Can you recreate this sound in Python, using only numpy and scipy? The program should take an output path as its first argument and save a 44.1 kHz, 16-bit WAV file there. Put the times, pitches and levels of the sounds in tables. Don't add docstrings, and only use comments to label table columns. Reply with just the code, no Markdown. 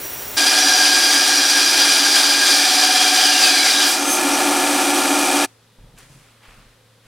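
import sys
import numpy as np
from scipy import signal
from scipy.fft import rfft, irfft, next_fast_len
from scipy.io import wavfile

SR = 44100
rng = np.random.default_rng(int(sys.argv[2]) if len(sys.argv) > 2 else 0)


def put_to_file(sound):
    columns = np.atleast_2d(sound).T
    safe = np.clip(columns, -1, 1)
    whole_steps = np.round(safe * 32767)
    wavfile.write(sys.argv[1], SR, whole_steps.astype(np.int16))


N = 312095
SAW_ON_S, BREAKOUT_S, SAW_OFF_S = 0.3705, 3.885, 5.455
WHEEL_HZ, BLADE_LAP_HZ, TOOTH_HZ = 17.05, 8.13, 1625


def from_db(db):
    return 10 ** (np.asarray(db) / 20)


def unit_rms(x):
    return x / np.sqrt(np.mean(x ** 2) + 1e-20)


def seconds():
    return np.arange(N) / SR


def automation(points):
    return np.interp(seconds(), *np.transpose(points))


def after(middle_s, fade_s):
    return .5 + .5 * np.tanh((seconds() - middle_s) / fade_s)


def fading(start_s, t60_s):
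    age = seconds() - start_s
    return (age > 0) * from_db(-60 * np.clip(age / t60_s, 0, 4))


def stroke(peak_s, rise_s, t60_s):
    age = seconds() - peak_s
    attack = np.exp(-(np.minimum(age, 0) / rise_s) ** 2)
    return attack * from_db(-60 * np.clip(age / t60_s, 0, 4))


def white():
    return rng.standard_normal(N)


def drift(rate_hz):
    knots = rng.standard_normal(N // 8)
    return unit_rms(np.interp(seconds() * 2 * rate_hz, np.arange(len(knots)), knots))


def tone(hz):
    cycles = np.cumsum(hz * np.ones(N)) / SR
    return np.sqrt(2) * np.sin(2 * np.pi * (cycles + rng.random()))


def colour(x, eq):
    hz, db = np.transpose(eq)
    size = next_fast_len(N + SR // 4)
    f = np.maximum(np.arange(size // 2 + 1) * SR / size, 1)
    gain = from_db(np.interp(np.log(f), np.log(hz), db)) * np.minimum(f / hz[0], 1) ** 2
    return irfft(rfft(x, size) * gain, size)[:N]


def resonate(x, hz, width_hz):
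    r = np.exp(-np.pi * width_hz / SR)
    feedback = [1, -2 * r * np.cos(2 * np.pi * hz / SR), r * r]
    return signal.lfilter(np.array([1, 0, -1]) * (1 - r * r) / 2, feedback, x)


def body(x, modes):
    return x + sum(from_db(db) * resonate(x, hz, width) for hz, width, db in modes)


def ringing(x, t60_s):
    age = seconds()[:SR // 3]
    tail = rng.standard_normal(len(age)) * from_db(-60 * age / t60_s)
    return signal.fftconvolve(x, tail / np.linalg.norm(tail))[:N]


# freq_hz, gain_db
ROOM_EQ = [(25, -2), (70, -2), (115, 1), (170, 1), (250, 3.5), (330, -5), (450, 0), (515, 4), (620, -7),
           (1400, -9), (2300, -17), (3400, -7), (6500, -17), (11000, -17.5), (15500, -27)]

def room_tone(air_db=-58, hum_hz=113.3, hum_db=-61):
    air = from_db(air_db) * unit_rms(colour(white(), ROOM_EQ))
    return air + from_db(hum_db + 1.3 * drift(3.7)) * tone(hum_hz)


# freq_hz, gain_db
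RUB_EQ = [(250, -4), (600, -1.5), (1200, 2), (2500, 0.5), (4000, -8.5), (7000, -24)]
# freq_hz, gain_db
SWISH_EQ = [(3000, -9), (5500, 3), (9500, 3), (12500, -10), (15500, -18)]
# peak_s, rise_s, t60_s, rub_db, swish_db
STROKES = [(5.994, 0.024, .6, -53.5, -53.5), (6.13, .05, 1, -65, -57.5), (6.29, .12, 1.5, -61, -72),
           (6.45, 0.03, 1.1, -53, -67), (6.52, .05, 1.1, -61, -63.5), (7.07, .025, .5, -59, -64)]
# start_s, level_db, pitch_hz
TICKS = [(5.977, -44, 2500), (5.986, -40, 8000)]

def sleeve(rub_trim_db=4.0, swish_trim_db=-0.5, weave_db=1.0, tick_t60_s=0.021):
    rub_power, swish_power = from_db([-67.5, -72.5]) ** 2
    for peak_s, rise_s, t60_s, rub_db, swish_db in STROKES:
        motion = stroke(peak_s, rise_s, t60_s)
        rub_power = rub_power + (from_db(rub_db) * motion) ** 2
        swish_power = swish_power + (from_db(swish_db) * motion) ** 2
    friction = white() * from_db(weave_db * drift(200))
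    rub = from_db(rub_trim_db) * np.sqrt(rub_power) * unit_rms(colour(friction, RUB_EQ))
    swish = from_db(swish_trim_db) * np.sqrt(swish_power) * unit_rms(colour(friction, SWISH_EQ))
    ticks = sum(from_db(db) * fading(start_s, tick_t60_s) * unit_rms(resonate(white(), hz, hz / 2))
                for start_s, db, hz in TICKS)
    return rub + swish + ticks


# pitch_hz, t60_s
BENCH_MODES = [(36, 0.37), (138, .15)]
# start_s, sway_db, knock_db
BUMPS = [(5.787, -40, -45), (5.838, -43, -48), (5.89, -58, -49), (5.94, -45, -60), (6.03, -58, -46),
         (6.098, -52, -39), (6.15, -54, -40), (6.201, -60, -48), (6.48, -43, -60), (6.576, -43, -60),
         (6.66, -50, -65), (7.055, -52, -62)]

def bumps(thud_db=-11):
    thud_eq = [(30, -9), (160, -3), (300, -16), (900, -20), (3000, -52)]
    thud = from_db(thud_db) * unit_rms(colour(white(), thud_eq))
    bench = np.zeros(N)
    for start_s, *levels_db in BUMPS:
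        for (hz, t60_s), db in zip(BENCH_MODES, levels_db):
            swing = np.sin(2 * np.pi * hz * (seconds() - start_s))
            bench += from_db(db) * fading(start_s, t60_s) * (swing + thud)
    return bench


# freq_hz, gain_db
HISS_EQ = [(15, -25), (25, -7), (97, -3.5), (199, -7), (409, -2), (480, -5), (549, -3.5), (1100, -7.5),
           (1720, -7), (4380, -11.5), (5560, -15), (6190, -12.5), (14500, -9)]
# pitch_hz, width_hz, level_db
WHINE = [(5780, 26, -43), (5600, 170, -46.5), (7270, 6.1, -47), (15330, 170, -34), (15520, 200, -45)]

def opening_hiss(hiss_db=-31, flicker_db=0.5):
    whine = sum(from_db(db) * unit_rms(resonate(resonate(white(), hz, width), hz, 2 * width))
                for hz, width, db in WHINE)
    return from_db(hiss_db + flicker_db * drift(28)) * unit_rms(colour(white(), HISS_EQ)) + whine


def roughness(turn_hz, speed):
    surface = rng.standard_normal(SR)
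    turns = np.cumsum(turn_hz * speed) / SR
    return surface[(turns % 1 * SR / turn_hz).astype(int)]


# freq_hz, gain_db
RATTLE_EQ = [(25, -46), (70, -43), (150, -32), (200, -26.5), (260, -16.5), (330, -4.5), (440, -13.5),
             (560, -12.5), (800, -7), (1000, -14), (1300, -16), (2000, -15.5), (3000, -13.5), (6500, -17),
             (9200, -16), (12000, -23), (15500, -32)]
# pitch_hz, width_hz, gain_db
FRAME_MODES = [(270.4, 11, 7.5), (543, 12, -7), (830, 50, -4), (1233, 110, 6.5), (1387, 25.7, 13),
               (1687, 46, 6.5), (2395, 90, 4), (4870, 69, 0.5), (5900, 130, 2.5), (7860, 85, -3),
               (8350, 60, 4.5), (9360, 97, 0), (10500, 61, -3), (11750, 70, -3.5), (12800, 120, -3)]
# pitch_hz, relative_db
MOTOR_TONES = [(51.2, -61), (68.2, -64.5), (119.4, -62.5), (153.5, -58), (187.8, -50.5), (222, -51.5),
               (239, -39.5), (274, -36.5), (278, -34), (286, -31.5), (290.3, -27), (360.5, -30.5),
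               (532, -37), (597.5, -44), (630, -35.5), (894.5, -31), (925.9, -53.5), (985.1, -48.5),
               (1405, -35.5), (1715, -38), (2385, -41)]

def frame(speed, rattle_gain_db=5.5, motor_gain_db=23, chatter_db=1.0, waver=0.00139):
    cutting_db, idling_db = -32.5, -23.5
    fader_db = cutting_db + (idling_db - cutting_db) * after(BREAKOUT_S + 0.11, fade_s=.19)
    shaking = roughness(WHEEL_HZ, speed) + roughness(BLADE_LAP_HZ, speed) + 0.5 * white()
    shaking *= from_db(chatter_db * drift(220))
    rattle = unit_rms(body(colour(shaking, RATTLE_EQ), FRAME_MODES))
    motor = sum(from_db(db) * tone(hz * (speed + waver * drift(8))) for hz, db in MOTOR_TONES)
    return from_db(fader_db) * (from_db(rattle_gain_db) * rattle + from_db(motor_gain_db) * motor)


# time_s, fader_db
DRONE_RIDE = [(0.39, -29.5), (0.72, -24.5), (1.55, -37), (2.35, -35.5), (2.85, -21.5), (3.5, -26.5),
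              (3.8, -31.5), (4.2, -29.5), (4.45, -26), (5.44, -26.5)]

def table_drone(speed, pitch_hz=746, trim_db=-3.5, throb_depth=0.6, waver=0.00139):
    throb = 1 + throb_depth * tone(WHEEL_HZ * (speed + .04 * drift(6)))
    drone = throb * tone(pitch_hz * (speed + waver * drift(22)))
    return from_db(automation(DRONE_RIDE) + trim_db) * drone


# peak_s, length_s, pitch_hz, width_hz, level_db
SQUEALS = [(0.701, .25, 5740, 48.3, -21), (1.515, 0.94, 5710, 50, -24.5), (2.55, 0.075, 4950, 1500, -20),
           (3.03, 0.12, 3275, 30, -20.5), (3.422, 0.06, 4840, 2500, -21), (3.564, 0.13, 4040, 30, -24.5),
           (3.699, .1, 4600, 150, -37), (3.77, 0.11, 3800, 119, -23.5), (3.848, .07, 3200, 197, -22),
           (3.889, .06, 13300, 160, -37), (3.9, 0.083, 8000, 5000, -24), (4.02, 0.066, 6340, 140, -29),
           (4.125, 0.078, 6300, 110, -23), (4.125, 0.07, 9500, 3000, -22.5), (4.343, .04, 5800, 400, -27)]

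def squeals():
    friction = np.zeros(N)
    for peak_s, length_s, hz, width_hz, db in SQUEALS:
        swell = np.exp(-2 * ((seconds() - peak_s) / length_s) ** 2)
        friction += from_db(db) * swell * unit_rms(resonate(white(), hz, width_hz))
    return friction


def offcut(start_s=2.7, end_s=3.7, held_hz=3310, loose_hz=1860, end_db=-22.5, swell_db_per_s=9.5):
    glide_hz = held_hz + (loose_hz - held_hz) * after(3.46, fade_s=.3)
    glide_hz *= 1 + .022 * drift(40)
    level_db = end_db - swell_db_per_s * np.maximum(end_s - seconds(), 0)
    gate = after(start_s, fade_s=0.056) * (1 - after(end_s, fade_s=0.056))
    lower, upper = [(drift(110) * tone(hz) + drift(110) * tone(hz)) / np.sqrt(2)
                    for hz in (glide_hz, 1.8 * glide_hz)]
    return gate * from_db(level_db) * (lower + from_db(-7) * upper)


# harmonic, relative_db
TOOTH_PARTIALS = [(1, -1.5), (2, -15), (3, -4.5)]
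# time_s, fader_db
NOTE_RIDE = [(0.39, -25.5), (0.97, -21), (1.15, -25), (2.15, -27.5), (2.45, -23), (2.72, -32), (3.3, -26.5),
             (3.85, -27.5)]

def tooth_note(tooth_hz, trim_db=-0.5, lap_swell_db=3.0, rough_db=2.5, fall_db_per_s=150.5):
    fader_db = automation(NOTE_RIDE) - fall_db_per_s * np.maximum(seconds() - BREAKOUT_S, 0)
    lap = np.cos(2 * np.pi * BLADE_LAP_HZ * (seconds() - .083))
    note = sum(from_db(db + rough_db * drift(45)) * tone(k * tooth_hz) for k, db in TOOTH_PARTIALS)
    return from_db(fader_db + trim_db + lap_swell_db * lap) * note


# freq_hz, gain_db
RASP_EQ = [(250, -22.5), (450, -11), (620, -6), (820, -4.5), (960, -11.5), (1400, -4.5), (2050, -7.5),
           (2700, -6), (3400, -3), (4400, -0.5), (5300, -2), (6000, -2.5), (6900, -8), (9300, -8),
           (12000, -16.5), (15500, -23)]
# pitch_hz, width_hz, gain_db
BLADE_MODES = [(1677, 65, 3.5), (1732, 30, 7.5), (2383, 190, 4), (2830, 32, -2.5), (3240, 88, 5),
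               (3280, 8, 5), (3700, 29, -2.5), (4060, 21, -2.5), (4760, 25, -1), (4836, 126, 6),
               (4800, 30, 4), (4980, 25, 0.5), (5710, 210, -4), (6280, 11, 2.5), (6630, 22, -10.5),
               (7340, 130, -1), (8040, 34, -2), (9260, 52, 6), (9930, 27, 3), (11760, 42, -5.5)]

def rasp(tooth_hz, level_db=-14.5, bite=0.35, ease_s=3.5, ease_db_per_s=2.5, fall_db_per_s=78):
    ease_db = ease_db_per_s * np.maximum(seconds() - ease_s, 0)
    fall_db = fall_db_per_s * np.maximum(seconds() - BREAKOUT_S, 0)
    tearing = white() * (1 + bite * tone(tooth_hz))
    tearing += .6 * ringing(tearing, t60_s=0.19)
    grain_db = 0.37 * drift(250)
    feed_db = 0.84 * drift(18)
    tearing *= from_db(grain_db + feed_db)
    blade = unit_rms(body(colour(tearing, RASP_EQ), BLADE_MODES))
    return from_db(level_db - ease_db - fall_db) * blade


def spread(x, width_eq):
    side = colour(ringing(x, t60_s=.5), width_eq)
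    return np.array([x + side, x - side])


# freq_hz, side_minus_mid_db
HISS_WIDTH = [(30, -12), (700, -14.5), (1500, -27.5), (3000, -52), (15000, -53)]
SAW_WIDTH = [(40, -37.5), (250, -45), (500, -23.5), (850, -33), (1200, -65.5), (2400, -67.5), (3500, -36.5),
             (5500, -23.5), (7500, -35), (9700, -9.5), (12000, -4), (15500, -15)]
BENCH_WIDTH = [(40, -22), (110, -25), (380, -12), (1300, -10), (2400, -13), (4400, -4), (8000, -5),
               (15000, -2)]

def scene():
    speed = 1 + .0009 * drift(2)
    started, stopped = after(SAW_ON_S, fade_s=0.0042), after(SAW_OFF_S, fade_s=0.0055)
    hiss = spread(opening_hiss(), HISS_WIDTH)
    machine = frame(speed) + table_drone(speed)
    tooth_hz = TOOTH_HZ * (speed + 0.00694 * drift(130))
    saw = (machine + rasp(tooth_hz) + tooth_note(tooth_hz) + offcut() + squeals()) * started
    tail = from_db(-32) * ringing(saw * (1 - stopped), t60_s=0.31)
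    bench = spread(room_tone() + tail + sleeve() + bumps(), BENCH_WIDTH)
    mix = hiss * (1 - started) + spread(saw, SAW_WIDTH) * (1 - stopped) + bench * stopped
    return mix * from_db([[.1], [-.1]])


def record(dry):
    ceiling, cutoff_hz = .9, 15800
    rounded = dry / (1 + (dry / ceiling) ** 6) ** (1 / 6)
    return signal.sosfilt(signal.ellip(12, .1, 90, cutoff_hz, fs=SR, output="sos"), rounded)


dry = scene()
out = record(dry)
put_to_file(out)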